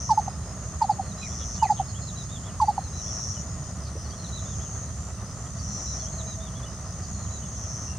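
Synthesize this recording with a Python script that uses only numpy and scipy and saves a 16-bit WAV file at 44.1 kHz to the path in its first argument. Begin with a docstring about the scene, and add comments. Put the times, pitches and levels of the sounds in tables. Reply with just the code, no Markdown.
"""A coucal on a post in a field gives four quick triple hoots, each note a nearly pure falling
throat tone with a faint rasp. Six kinds of crickets buzz and chirp with their wings over a far
chorus, and two small birds trade descending whistled phrases further off.
Distant traffic and an engine rumble under everything."""
import sys
import numpy as np
from scipy import signal
from scipy.fft import rfft, irfft
from scipy.io import wavfile

SR = 44100
rng = np.random.default_rng(int(sys.argv[2]) if len(sys.argv) > 2 else 0)


def wav_out(sig):
    """Save sig, one row per channel (or a flat mono array), as 16-bit PCM at SR to the path in sys.argv[1]."""
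    wavfile.write(sys.argv[1], SR, np.round(np.clip(np.atleast_2d(sig).T, -1, 1) * 32767).astype(np.int16))


N = 351918
TIME = np.arange(N) / SR
FREQS = np.maximum(np.fft.rfftfreq(N, 1 / SR), 1)

# Coucal notes, three per call. Main lobe: t/s, length/s, peak/dB, f/Hz, skew (<1 peaks early);
# first lobe: level/dB; last lobe: delay/s, level/dB
HOOTS = [(0.0995, 0.032, -11, 881, 0.93, -18.5, .024, -22), (.174, .019, -11.5, 851, 0.68, -35, 0.014, -19),
         (.277, 0.0091, -21.5, 782, 1, -37, 0.0063, -35), (.815, 0.019, -12, 895, 0.71, -28.5, 0.024, -20),
         (.892, 0.016, -11, 839, 1.1, -32, .013, -16.5),
         (.9925, .014, -19.5, 784, 0.82, -33.5, 0.011, -28.5),
         (1.624, 0.025, -11, 876, 0.53, -27.5, 0.026, -19.5),
         (1.698, 0.02, -11, 840, 0.87, -28.5, .016, -16),
         (1.796, 0.013, -16.5, 792, 0.73, -35, 0.0083, -21.5),
         (2.607, 0.035, -12.5, 867, 1.24, -16, .027, -21), (2.681, 0.022, -12, 838, 0.68, -26, .016, -20),
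         (2.778, 0.0077, -16.5, 820, 0.81, -40, 0.0047, -22.5)]
# Pitch fall of notes 1-3 of a call. Main lobe: sag/Hz; last lobe: length/s, start f/Hz, end f/Hz
HOOT_FALLS = [(26, .018, 830, 705), (12.1, .016, 856, 705), (45, .012, 760, 700)]


def hoot_lobes(lead_s=.008, overlap_s=.0026, overshoot=1.06, last_skew=.75):
    """The lobes of each falling hoot: t/s, length/s, level/dB, start f/Hz, end f/Hz, skew."""
    rows = []
    for place, (sag_hz, last_s, last_from_hz, last_to_hz) in enumerate(HOOT_FALLS):
        for start, length, db, hz, skew, first_db, delay_s, last_db in HOOTS[place::3]:
            first_hz = hz * (1 + overshoot * from_db(first_db))
            rows += [(start - lead_s, lead_s + overlap_s, first_db, first_hz, first_hz, 1),
                     (start, length, db, hz, hz - sag_hz, skew),
                     (start + delay_s, last_s, last_db, last_from_hz, last_to_hz, last_skew)]
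    return rows


def coucal(sag_power=1.426, scoop=.0714, scoop_s=.00367, jitter=.008, overtone_db=-46):
    """Each note is one falling hoot, heard in up to three lobes with brief dips; returns tone, phase."""
    power, weighted_hz = np.zeros(N), np.zeros(N)
    for start, length, db, from_hz, to_hz, skew in hoot_lobes():
        at, u = span(start, length)
        lobe = from_db(db) * np.abs(np.sin(np.pi * u ** skew)) ** .95
        hz = from_hz + (to_hz - from_hz) * u ** sag_power
        hz *= 1 + scoop * np.exp(-u * length / scoop_s)
        power[at] += lobe ** 2
        weighted_hz[at] += lobe ** 2 * hz
    pitch_hz = weighted_hz / (power + 1e-18)   # overlapping lobes share one pitch
    phase = phase_of(pitch_hz * (1 + jitter * drift(200)))
    return np.sqrt(power) * (np.sin(phase) + from_db(overtone_db) * np.sin(2 * phase)), phase


def hoot_bandpass(tone, band_hz=(570, 2400)):
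    """Band-pass that keeps the hoot smooth and free of edge clicks."""
    return signal.sosfilt(signal.butter(4, band_hz, "band", fs=SR, output="sos"), tone)


# Rasp on notes 1 and 2 of a call: delay/s, level re note/dB
RASPS = [(.004, -25), (.009, -32)]
# Rasp hiss: f/Hz, relative density/dB
HISS_SPECTRUM = [(1500, -8), (3300, -10), (4600, -12), (7600, -2), (11000, -14.5)]


def rasp(hoot_phase, t60_s=.12, rise_s=.0022, sag=.17, lower_hz=4550, upper_hz=7500):
    """Rough squeak on the strong notes: two sagging resonances and hiss, pulsing at the hoot's pitch."""
    level, glide = np.zeros(N), np.ones(N)
    for place, (delay_s, rasp_db) in enumerate(RASPS):
        for start, _, db, *_ in HOOTS[place::3]:
            at, u = span(start + delay_s, t60_s)
            level[at] += from_db(db + rasp_db - 60 * u) * (1 - np.exp(-u * t60_s / rise_s))
            glide[at] = 1 + sag * (np.exp(-10 * u) - .3)
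    lower = rough_tone(lower_hz * glide, width_hz=300)
    upper = from_db(-11) * rough_tone(upper_hz * glide, width_hz=86)
    hiss = from_db(-6) * noise(HISS_SPECTRUM)
    flutter = 1 + .32 * np.sin(hoot_phase)
    return level * flutter * (lower + upper + hiss)


def cricket(bursts, stroke_hz, pitch_hz, fall, duty, swell_db, attack_s, pan_db, unsteady=.008, flick=0):
    """Each wing stroke is a falling tone lingering at the wing's resonance; bursts stop dead."""
    out = np.zeros(N)
    pace = 1 + 4 * unsteady * drift(43)
    waver = 1 + unsteady * drift(127)
    flicker = from_db(1.1 * drift(80))
    for start, end, db in bursts:
        at, u = span(start, end - start)
        cycle = np.cumsum(stroke_hz * pace[at] / SR) % 1
        stroke = np.minimum(cycle / duty, 1)
        slide = 1 - 2 * stroke
        bend = (slide + 1.5 * slide ** 3) / 3 - flick * stroke ** 6   # flick: extra fall at stroke end
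        hz = pitch_hz * waver[at] * (1 + fall * bend)
        level = from_db(db - swell_db * (1 - u) ** 3)
        level *= np.minimum(1, (TIME[at] - start) / attack_s)
        level *= np.minimum(1, (end - TIME[at]) / .004)
        out[at] += 2 * level * np.sin(np.pi * stroke) ** 2 * np.sin(phase_of(hz))
    return scatter(pan(out * flicker, pan_db), t60_s=.06, wet_db=-6, width=2)


def chirp_runs(runs, every_s, length_s, db):
    """Evenly spaced chirps: start/s, end/s, level/dB."""
    return [(t + k * every_s, t + k * every_s + length_s, db) for t, count in runs for k in range(count)]


# Bursts of two loud crickets of one kind, sometimes overlapping: end/s, final level/dB
LOUD_BURSTS = [(.125, -36), (1.59, -38), (3.33, -35.5), (3.42, -38), (4.3, -47.5), (5.97, -38.5),
               (6.07, -37), (7.929, -39)]
# Upper cricket's bursts: start/s, end/s, final level/dB
UPPER_BURSTS = [(3.25, 3.78, -48.5), (4.3, 4.87, -47.5), (7, 7.42, -47)]
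# Ticking cricket, short phrases then a long trill: start/s, end/s
TICK_PHRASES = [(.18, .29), (.62, .73), (1.06, 1.16), (2.11, 2.26), (2.57, 2.68), (2.82, 2.89),
                (3.4, 3.515), (3.575, 3.72), (3.75, 4.14), (4.21, 8)]
# Chirp runs of the high and the low cricket: t/s, count
HIGH_RUNS = [(1.17, 4), (4.94, 4)]
LOW_RUNS = [(.11, 3), (1.165, 7), (2.88, 1), (3.467, 4), (5.25, 1), (6.26, 1), (6.68, 3)]


def near_crickets(loud_s=.43, middle_s=.62, middle_every_s=1.519):
    """Six kinds of cricket, each with its own wing resonance and stroke rate."""
    loud = [(end - loud_s, end, db) for end, db in LOUD_BURSTS]
    middle = [(end - middle_s, end, -42) for end in np.arange(.29, N / SR, middle_every_s)]
    high = chirp_runs(HIGH_RUNS, every_s=.372, length_s=.2, db=-47.5)
    low = chirp_runs(LOW_RUNS, every_s=.168, length_s=.092, db=-52)
    ticks = [(start, end, -46) for start, end in TICK_PHRASES]
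    return (cricket(loud, stroke_hz=115, pitch_hz=5875, fall=.2, duty=.68,
                    swell_db=2, attack_s=.12, pan_db=2, unsteady=.013, flick=.6)
            + cricket(middle, stroke_hz=140, pitch_hz=6375, fall=.0502, duty=.93,
                      swell_db=14, attack_s=.066, pan_db=1, unsteady=.0049)
            + cricket(UPPER_BURSTS, stroke_hz=110, pitch_hz=6800, fall=.099, duty=.81,
                      swell_db=-1, attack_s=.11, pan_db=2)
            + cricket(high, stroke_hz=109, pitch_hz=7150, fall=.13, duty=.65,
                      swell_db=-1, attack_s=.034, pan_db=-3)
            + cricket(ticks, stroke_hz=62, pitch_hz=6028, fall=.065, duty=.64,
                      swell_db=1, attack_s=.015, pan_db=1.5, unsteady=.005)
            + cricket(low, stroke_hz=69, pitch_hz=5140, fall=.14, duty=.82,
                      swell_db=1, attack_s=.0059, pan_db=-3))


def song_notes(phrase, songs, pitch_spread=.0068, spread_db=2):
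    """A phrase repeated, its notes a little different in pitch and level each time."""
    rows = []
    for start, db in songs:
        for delay_s, length, from_hz, middle_hz, to_hz, note_db in phrase:
            head, tail, loud = rng.standard_normal(3)
            rows.append((start + delay_s, length, from_hz * (1 + pitch_spread * head), middle_hz,
                         to_hz * (1 + pitch_spread * tail), db + note_db + spread_db * loud))
    return rows


# Phrases of the first bird and the further, answering one:
# offset/s, length/s, start f/Hz, middle f/Hz, end f/Hz, relative level/dB
SONG_PHRASE = [(-.135, 0.04, 4680, 4350, 4100, -0.5), (-.068, 0.036, 2920, 3270, 3430, -4.5),
               (0, 0.04, 4370, 4180, 4340, -3), (.055, 0.039, 4350, 3980, 3270, 1.5),
               (.145, .072, 3900, 3990, 3450, 4), (.274, .096, 3450, 3690, 3080, -3),
               (.415, .076, 2860, 3440, 2800, -4.5)]
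ANSWER_PHRASE = [(-.115, .05, 4770, 4660, 4100, 2.5), (0, 0.0534, 4530, 4230, 4180, 0.5),
                 (.052, 0.069, 4250, 4200, 3650, -0.5), (.168, .08, 3950, 4020, 3830, 2.5),
                 (.278, .088, 3010, 3470, 2850, -6)]
# When each is sung: t/s, level/dB
SONGS = [(2.013, -46.5), (4.178, -48.5), (6.123, -48.5)]
ANSWERS = [(1.008, -54.5), (2.764, -51.5), (4.195, -54.5), (5.691, -53.5), (7.136, -53)]
# Single bird notes: t/s, length/s, start f/Hz, middle f/Hz, end f/Hz, level/dB
LONE_NOTES = [(1.216, 0.063, 2550, 2450, 1750, -44.5), (1.586, .049, 2940, 2940, 2750, -49),
              (1.637, 0.02, 2720, 2510, 2150, -40), (1.664, 0.029, 2160, 1953, 1630, -42.5),
              (3.345, 0.043, 3500, 3020, 2830, -53), (6.627, .024, 3360, 3470, 3400, -48),
              (6.655, 0.023, 2850, 2980, 2900, -49), (7.417, 0.033, 2950, 3040, 2870, -52),
              (7.876, 0.084, 2760, 2770, 2700, -52)]


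def bird_whistles(twitter_db=-66, bend_power=1.9):
    """Thin whistles that ease onto their middle pitch and bend away, over far random twitter."""
    notes = song_notes(SONG_PHRASE, SONGS) + song_notes(ANSWER_PHRASE, ANSWERS) + LONE_NOTES
    for when, long, high, loud, *bend in rng.random(size=(100, 7)):
        contour_hz = 2400 + 2200 * high + 800 * (np.array(bend) - .5)
        notes.append((when * N / SR, .015 + .03 * long, *contour_hz, twitter_db + 6 * loud))
    out = np.zeros(N)
    waver = 1 + .0035 * drift(150)
    for start, length, from_hz, middle_hz, to_hz, db in notes:
        at, u = span(start, length)
        edge_hz = np.where(u < .5, from_hz, to_hz)
        hz = middle_hz + (edge_hz - middle_hz) * np.abs(2 * u - 1) ** bend_power
        out[at] += from_db(db) * np.cbrt(4 * u * (1 - u)) * np.sin(phase_of(hz * waver[at]))
    return out * from_db(3 * drift(110))


# Bird chips: t/s, f/Hz, level/dB
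CHIPS = [(1.39, 3400, -48), (1.53, 4470, -53), (1.76, 3320, -48.5), (3.85, 4400, -50.5)]


def bird_chips(length_s=.055, fall=.134):
    """Harsh chips: short swells of narrow noise, falling in pitch."""
    level, pitch_hz = np.zeros(N), np.zeros(N)
    for start, hz, db in CHIPS:
        at, u = span(start, length_s)
        level[at] += from_db(db) * np.sin(np.pi * u)
        pitch_hz[at] = hz * (1 + fall * (.5 - u))
    return level * rough_tone(pitch_hz, width_hz=320)


# Far cricket chorus and broad insect haze: f/Hz, relative density/dB
CHORUS_SPECTRUM = [(4800, -62), (5600, -37), (6300, -6), (6680, -1.5), (7000, -13.5), (7500, -26)]
HAZE_SPECTRUM = [(2500, -9), (3500, -8), (4500, -2.5), (5500, 3), (6800, 0), (7600, -3), (8700, 4),
                 (9300, -2.5), (10200, -17), (12000, -20), (15700, -25)]
# Chorus lulls: t/s, depth/dB
LULLS = [(.2, 5.5), (1.2, 2.5), (2.67, 5), (3.92, 9), (5.2, 8), (6.7, 5.5), (8.0, 7)]


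def far_insects(chorus_db=-43.5, haze_db=-49.5, lull_width_s=.34):
    """Far crickets merge into one band that sinks every second or so, over a steady haze."""
    lull_db = sum(depth * np.exp(-((TIME - t) / lull_width_s) ** 2) for t, depth in LULLS)
    chorus = from_db(chorus_db - lull_db + .4 * drift(120)) * noise(CHORUS_SPECTRUM)
    return chorus + from_db(haze_db) * noise(HAZE_SPECTRUM)


# Traffic rumble and midrange air: f/Hz, relative density/dB
RUMBLE_SPECTRUM = [(22, -25), (46, -15), (62, -1.5), (115, -2.5), (160, -8.5), (195, -8.5), (225, -16.5),
                   (250, -18.5), (290, -27), (340, -35.5)]
AIR_SPECTRUM = [(270, -0.5), (340, -3), (385, -0.5), (470, -3), (650, 2), (900, -6), (1250, 0), (1620, -12),
                (1900, -7), (2200, -17), (3500, -23)]


def far_traffic(firing_hz=75, engine_db=-42, rumble_db=-35, air_db=-47):
    """Steady rumble, a soft rush of air and an engine whose firing note wanders."""
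    firing = np.sin(phase_of(firing_hz * (1 + .01524 * drift(3.3))))
    engine = from_db(engine_db + 2 * drift(4.2)) * firing
    rumble = from_db(rumble_db) * noise(RUMBLE_SPECTRUM)
    air = from_db(air_db + 1.5 * drift(18)) * noise(AIR_SPECTRUM)
    return pan(engine + rumble + air, pan_db=-1.5)


# Knock, trill, drone: t/s, length/s, f/Hz, width/Hz, level/dB
FAINT_SOUNDS = [(3.952, 0.031, 443, 120, -41), (4.38, 0.34, 5320, 160, -54.5), (5.85, 0.9, 649, 15, -51.5)]


def faint_sounds():
    """A dull knock, a thin trill and a far drone, each a swell of narrow noise."""
    out = np.zeros(N)
    for start, length, hz, width_hz, db in FAINT_SOUNDS:
        at, u = span(start, length)
        out[at] += from_db(db) * np.sqrt(4 * u * (1 - u)) * rough_tone(np.full(N, hz), width_hz)[at]
    return out


# Stereo width of the noise: f/Hz, left-right correlation
CORRELATION = [(30, 0.94), (120, 0.99), (1500, .92), (3000, 0.58), (6000, 0.12), (8500, -0.22),
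               (13000, 0.15)]


def noise(spectrum):
    """Stereo noise, wider in the treble, falling away beyond the spectrum's ends; rms 1."""
    skirt = np.minimum(1, np.minimum(FREQS / spectrum[0][0], spectrum[-1][0] / FREQS))
    gain = from_db(over_freqs(spectrum)) * skirt ** 10
    alike = over_freqs(CORRELATION)
    mid, side = rfft(rng.standard_normal((2, N)))
    stereo = np.sqrt(1 + alike) * mid + np.sqrt(1 - alike) * side * [[1], [-1]]
    return rms_one(irfft(gain * stereo, N))


def scatter(x, t60_s, wet_db, width):
    """Add the dying scatter from grass and trees."""
    t = TIME[TIME < t60_s]
    envelope = from_db(-60 * t / t60_s) * (1 - np.exp(-t / .0048))
    mid, side = rng.standard_normal((2, len(t))) * envelope
    tail = rms_one(mid + width * side * [[1], [-1]]) / np.sqrt(len(t))
    return x + from_db(wet_db) * signal.oaconvolve(np.atleast_2d(x), tail, axes=1)[:, :N]


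def rough_tone(pitch_hz, width_hz):
    """Noise in a narrow resonance that follows the pitch; rms 1."""
    phase = phase_of(pitch_hz)
    return drift(width_hz) * np.sin(phase) + drift(width_hz) * np.cos(phase)


def drift(corner_hz):
    """Low-passed random wander; rms 1."""
    return rms_one(irfft(rfft(rng.standard_normal(N)) / (1 + (FREQS / corner_hz) ** 2), N))


def span(start_s, length_s):
    """An event's sample indices and its progress from 0 to 1."""
    at = np.flatnonzero((TIME > start_s) & (TIME < start_s + length_s))
    return at, np.clip((TIME[at] - start_s) / length_s, 0, 1)


def over_freqs(points):
    """Join (f/Hz, value) points on a log-frequency axis."""
    hz, value = np.transpose(points)
    return np.interp(np.log(FREQS), np.log(hz), value)


def pan(x, pan_db):
    """Stereo, left above right by pan_db."""
    return x * from_db(np.array([[.5], [-.5]]) * pan_db)


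def phase_of(hz):
    """Running phase in radians."""
    return 2 * np.pi * np.cumsum(hz) / SR


def from_db(db):
    """Decibels to gain."""
    return 10 ** (np.asarray(db) / 20)


def rms_one(x):
    """Scale to rms 1."""
    return x / np.sqrt(np.mean(x ** 2) + 1e-20)


def scene():
    """The coucal close by, the field behind it."""
    tone, phase = coucal()
    hoots = pan(hoot_bandpass(tone), pan_db=-2.1)
    hoots = scatter(hoots, t60_s=.09, wet_db=-21, width=.4)
    hoots = scatter(hoots, t60_s=.98, wet_db=-31.5, width=.5)
    calls = hoots + rasp(phase)
    insects = near_crickets() + far_insects()
    birds = pan(bird_whistles() + bird_chips(), pan_db=-3)
    birds = scatter(birds, t60_s=.095, wet_db=-6, width=.35)
    return calls + insects + birds + far_traffic() + faint_sounds()


def record(dry):
    """Short fade-in, steep low-pass."""
    fade_s, cutoff_hz = .003, 15750
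    lowpass = signal.ellip(10, .1, 80, cutoff_hz, fs=SR, output="sos")
    return signal.sosfilt(lowpass, dry * np.minimum(1, TIME / fade_s))


dry = scene()
out = record(dry)
wav_out(out)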